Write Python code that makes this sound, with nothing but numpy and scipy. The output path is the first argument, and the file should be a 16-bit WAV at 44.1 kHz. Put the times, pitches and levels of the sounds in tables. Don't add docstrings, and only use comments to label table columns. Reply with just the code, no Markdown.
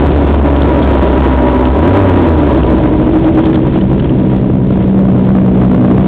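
import sys
import numpy as np
from scipy import signal
from scipy.fft import rfft, irfft, next_fast_len
from scipy.io import wavfile
from scipy.ndimage import uniform_filter1d

SR = 44100
rng = np.random.default_rng(int(sys.argv[2]) if len(sys.argv) > 2 else 0)


def persist_wave(psi):
    counts = np.round(np.clip(psi, -1, 1) * 32767).astype(np.int16)
    wavfile.write(sys.argv[1], SR, np.atleast_2d(counts).T)


def level_to_linear(level):
    exponent = np.asarray(level, float) / 20
    return 10 ** exponent


N = 267687

# time in seconds, crank rate in Hz, throttle effort in dB,
# level of the evenly timed firings over their usual share in dB.
OWN_RIDE = [(0.0, 71.32, 1, 2), (0.2, 71.75, 0.5, -4), (0.5, 69.96, 0, -1.5), (0.9, 67.95, 0.5, -1.5),
            (1.3, 64.97, 0.5, -0.5), (1.62, 63.31, -3, 5), (1.72, 65.58, -2, 0.5), (1.87, 87.46, 0, 0),
            (1.96, 99.0, 0.5, 5.5), (2.0, 98.5, -0.5, 6.5), (2.27, 82.5, -0.5, 1), (2.57, 66.2, -2, -7),
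            (2.8, 57.2, -2.5, -0.5), (3.03, 49.1, -1.5, -4.5), (3.35, 41.43, -1, -3),
            (3.62, 32.41, 0.5, -4), (4.22, 31.03, 0, -2.5), (4.47, 29.29, -1, -1.5), (5.05, 29, -1.5, 2),
            (5.2, 30.1, -1.5, 2), (5.6, 30.33, -0.5, 5.5), (6.07, 30.26, -0.5, 5.5)]
# centre in seconds, time to 1/e of the dip in seconds, depth in dB.
SHAKE_DIPS = [(0.809, 0.028, -2.5), (2.817, 0.057, -6), (2.968, 0.075, -5.5), (3.145, 0.034, -5)]
# centre in Hz, width in Hz, relative level under way in dB, at idle in dB.
PIPE_RESONANCES = [(62.25, 26, -10, -6.5), (89.25, 21.4, -11, -2.5), (114.9, 28.3, -22.5, -2),
                   (150.8, 17.8, -13, 0), (242.1, 17.1, -4, -5), (304.2, 54.2, 2, -3), (430, 88, -5, -8.5),
                   (580, 44, -4, -14.5), (720, 250, -12.5, -26)]
# frequency in Hz, relative density in dB.
ROAR_SPECTRUM = [(15, -54), (25, -16), (69, 4.5), (120, -6.5), (213, -5), (306, -4), (592, -14.5),
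                 (867, -32.5), (964, -15), (1050, -30.5), (2970, -37.5), (4000, -38), (5200, -77),
                 (8800, -120)]
# time in seconds, firing rate in Hz,
# how far it has come alongside from 0 to 1, relative level in dB.
SECOND_SLED = [(2.3, 65.2, 0.05, -7.5), (2.6, 63.69, .05, 2), (2.93, 63.99, .08, 2), (3.5, 64.54, 0.2, 0.5),
               (4.05, 64.53, .6, 0), (4.7, 63.96, .85, -1.5), (5.2, 63.88, .95, 1.5),
               (5.6, 63.23, .98, -0.5), (6.07, 63.61, 1, 1)]
# relative level while ahead in dB, alongside in dB.
HARMONICS = [(-21, -17), (-23, -10), (-25.5, -20.5), (-12.5, -28.5)]
# frequency in Hz, relative density in dB.
CLATTER_SPECTRUM = [(24, -39.5), (40, -12), (85, -4), (194, 2), (235, -3.5), (571, -24), (961, -37),
                    (1140, -33), (3430, -52), (4000, -53), (5200, -88.5), (8800, -120)]
# start in seconds, peak before the preamplifier in dB, upper ring in Hz.
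KNOCKS = [(0.0462, -23, 3040), (0.561, -17.5, 2960), (0.619, -14, 3340), (0.8256, -17, 3320),
          (0.9304, -21, 3300), (1.6527, -18, 2816), (2.6302, -16.5, 2850), (3.1597, -22.5, 3300),
          (3.243, -22.5, 2850), (3.2834, -20.5, 2750), (3.3527, -23.5, 2989), (3.397, -23.5, 3240),
          (3.437, -23.5, 3164), (3.454, -17, 3300), (3.467, -17, 3350), (3.5289, -17.5, 3310),
          (3.543, -18, 3350), (3.5541, -18.5, 3260), (3.671, -27, 2800), (3.8103, -22.5, 2990),
          (3.9958, -19, 2940), (4.044, -23.5, 3130), (4.0932, -24, 2860)]

# dB under way, dB at idle (both at zero effort), dB change per dB of effort
SHAKE, ROUGH, EVEN, GEAR = (-6, -24.5, 0.22), (-13.5, -15, 1.1), (-14, -16.5, 0.72), (-26, -33.5, 1.5)
IDLE_HZ, UNDER_WAY_HZ = 31.3, 55.8
WEAK_CYLINDER_DB = -13, -7.5
SHAKE_SAG_DB_S, SHAKE_WAVER_DB = 1, 1.4

LOPE_DEPTH = 0.7, 0.2
LOPE_FIRINGS, LOPE_WANDER = 5.8, 0.38
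LOPE_START, LOPE_TIMING = 0.3, 0.056
HUM_WAVER_DB, HUM_WAVER_PER_S = 2.5, 9
CLATTER_DB = -32.5, -43.5

HOOD_HZ, HOOD_WANDER_HZ, HOOD_WIDTH_HZ = 968, 6, 72
HOOD_DB, HOOD_WAVER_DB, HOOD_SWELL_DB_S = -26, 1.9, 1.5
HOOD_FULL_S, HOOD_RISE_DB_S, HOOD_FADES_S, HOOD_FALL_DB_S = 0.4, 20, 2.16, 16.5

RATTLE_LOW_HZ, RATTLE_T60_S = 1640, 0.035
RATTLE_LOW_DB, RATTLE_LOW_SPREAD_DB = 1.5, 6
LOOSE_COUNT, LOOSE_UNTIL_S = 14, 4.1
LOOSE_DB, LOOSE_SPREAD_DB, LOOSE_HZ, LOOSE_SPREAD_HZ = -25, 4, 2850, 200

RUMBLE_DB = -22.5
DRIVE_DB, COUPLING_HZ, BAND_TOP_HZ = 3, 82, 3890
PREAMP_TOP, FULL_SCALE = 0.69, 0.709
SAMPLING = 80, 441


def level(x, db):
    return x * level_to_linear(db) / np.sqrt(np.mean(x ** 2))


def columns(table):
    s, *rest = np.transpose(table)
    return [np.interp(np.arange(N) / SR, s, column) for column in rest]


def band(x, hz, width):
    return signal.lfilter(*signal.iirpeak(hz, hz / width, fs=SR), x)


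def walk(rate):
    hold = int(SR / rate)
    steps = np.repeat(rng.standard_normal(N // hold + 1), hold)
    return 0.795 * uniform_filter1d(uniform_filter1d(steps, hold), hold)[:N]


def colour(x, points):
    hz, db = np.transpose(points)
    size = next_fast_len(N)
    f = np.maximum(np.arange(size // 2 + 1) * SR / size, 1)
    gain = level_to_linear(np.interp(np.log(f), np.log(hz), db))
    return irfft(rfft(x, size) * gain, size)[:N]


def own_engine():
    hz, effort_db, steady_db = columns(OWN_RIDE)
    t = np.arange(N) / SR
    idling = np.clip((UNDER_WAY_HZ - hz) / (UNDER_WAY_HZ - IDLE_HZ), 0, 1)
    shake_db, rough_db, even_db, roar_db = (fast + (idle - fast) * idling + share * effort_db
                                            for fast, idle, share in (SHAKE, ROUGH, EVEN, GEAR))
    turns = np.cumsum(hz) / SR
    shake_db += sum(db * np.exp(-((t - s) / length) ** 2) for s, length, db in SHAKE_DIPS)
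    shake_db += SHAKE_WAVER_DB * walk(18) - SHAKE_SAG_DB_S * t
    shake = np.sqrt(2) * level_to_linear(shake_db) * np.sin(2 * np.pi * turns + 0.045 * walk(7))

    at = np.flatnonzero(np.diff(np.floor(2 * turns)))
    chance = rng.standard_normal((2, len(at)))
    fast_db, idle_db = WEAK_CYLINDER_DB
    weak_db = fast_db + (idle_db - fast_db) * idling[at]
    size = level_to_linear(weak_db * (np.arange(len(at)) % 2)) / np.sqrt(hz[at])
    even, uneven = np.zeros((2, N))
    even[at] = size * level_to_linear(1.0 * chance[0])
    late = (0.04 * chance[0] * SR / hz[at]).astype(int)
    uneven[np.clip(at + late, 0, N - 1)] = size * level_to_linear(5.3 * chance[1])

    puff = 0.46 + np.exp(-(2 * turns % 1) / 0.84)
    gas = level(uneven, -4.5) + level(puff * rng.standard_normal(N), 0)
    rough_pipe = ring_pipe(gas, idling) * level_to_linear(rough_db + 1.0 * walk(12))
    even_pipe = ring_pipe(even, idling) * level_to_linear(even_db + steady_db)
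    grit = puff * level_to_linear(2.1 * walk(15) + 2.0 * walk(45)) * rng.standard_normal(N)
    roar = level(colour(grit, ROAR_SPECTRUM), 15.95) * level_to_linear(roar_db)
    return shake + rough_pipe + even_pipe + roar


def ring_pipe(x, idling):
    rings = np.zeros(N)
    for k, (hz, width, fast_db, idle_db) in enumerate(PIPE_RESONANCES):
        gain = level_to_linear(fast_db + (idle_db - fast_db) * idling) / np.sqrt(width)
        rings += (-1) ** k * gain * band(x, hz, width)
    return level(rings, 0)


def second_sled():
    hz, beside, level_db = columns(SECOND_SLED)
    beside = np.clip(beside, 0, 1)

    def blend(ahead, along):
        return ahead + (along - ahead) * beside

    lope = np.clip(blend(*LOPE_DEPTH), 0, 1)
    steady = np.cumsum(hz) / SR
    throb = 2 * np.pi * (steady / LOPE_FIRINGS + LOPE_START + LOPE_WANDER * walk(4))
    firings = steady - LOPE_TIMING * lope * np.sin(throb) + 0.015 * walk(15)
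    lumps = (1 + lope * np.cos(throb)) * level_to_linear(0.12 * walk(14))
    fade_in = np.clip((np.arange(N) / SR - SECOND_SLED[0][0]) / 0.5, 0, 1)
    hum = np.zeros(N)
    for k, db in enumerate(HARMONICS):
        gain = np.sqrt(2) * level_to_linear(blend(*db) + HUM_WAVER_DB * walk(HUM_WAVER_PER_S))
        hum += gain * np.cos(2 * np.pi * (k + 2) * firings + 0.55 * k)
    puff = 1.3 + np.exp(-(firings % 1) / 0.5)
    clatter = level(colour(puff * rng.standard_normal(N), CLATTER_SPECTRUM), 10.6) * level_to_linear(blend(*CLATTER_DB))
    return fade_in * level_to_linear(level_db) * lumps * (hum + clatter)


def hood():
    t = np.arange(N) / SR
    db = HOOD_DB + HOOD_SWELL_DB_S * t + HOOD_WAVER_DB * walk(6.3)
    db -= HOOD_RISE_DB_S * np.maximum(HOOD_FULL_S - t, 0)
    db -= HOOD_FALL_DB_S * np.maximum(t - HOOD_FADES_S, 0)
    turns = np.cumsum(HOOD_HZ + HOOD_WANDER_HZ * walk(8)) / SR
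    tone = np.sqrt(2) * np.sin(2 * np.pi * turns + 0.5 * walk(25))
    hiss = level(band(rng.standard_normal(N), HOOD_HZ, HOOD_WIDTH_HZ), -2.5)
    return level_to_linear(db) * (tone + hiss)


def rattles():
    out, t = np.zeros(N), np.arange(2000) / SR
    fade = np.exp(-np.log(1000) * t / RATTLE_T60_S) * np.minimum(t / 0.00041, 1)
    loose = [(LOOSE_UNTIL_S * rng.random(),
              LOOSE_DB + LOOSE_SPREAD_DB * rng.standard_normal(),
              LOOSE_HZ + LOOSE_SPREAD_HZ * rng.standard_normal()) for _ in range(LOOSE_COUNT)]
    for s, db, hz in list(KNOCKS) + loose:
        grit = fade * rng.standard_normal(len(t))
        low_db = RATTLE_LOW_DB + RATTLE_LOW_SPREAD_DB * rng.standard_normal()
        ring = band(grit, hz, 480) + level_to_linear(low_db) * band(grit, RATTLE_LOW_HZ, 600)
        i = int(s * SR)
        out[i:i + len(t)] += (level_to_linear(db) * ring / np.abs(ring).max())[:N - i]
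    return out


def rumble():
    shudder = band(band(rng.standard_normal(N), 49, 45), 35, 60)
    return level(shudder * level_to_linear(2.2 * walk(3.7)), RUMBLE_DB)


def scene():
    return (own_engine() + second_sled() + hood() + rattles() + rumble())[None]


def low_pass(x):
    return signal.sosfilt(signal.butter(12, 15900, fs=SR, output="sos"), x)


def record(dry):
    hot = np.clip(dry * level_to_linear(DRIVE_DB), -PREAMP_TOP, PREAMP_TOP)
    tilted = signal.lfilter(*signal.butter(1, COUPLING_HZ, "high", fs=SR), hot)
    narrow = signal.sosfilt(signal.butter(10, BAND_TOP_HZ, fs=SR, output="sos"), tilted)
    low_rate = np.clip(signal.resample_poly(narrow, *SAMPLING, axis=1), -FULL_SCALE, FULL_SCALE)
    full = signal.resample_poly(low_rate, *SAMPLING[::-1], axis=1, window=("kaiser", 7.5))[:, :N]
    full = np.pad(full, ((0, 0), (0, N - full.shape[1])))
    mix = np.clip(full, -FULL_SCALE, FULL_SCALE)
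    return low_pass(mix)


dry = scene()
out = record(dry)
persist_wave(out)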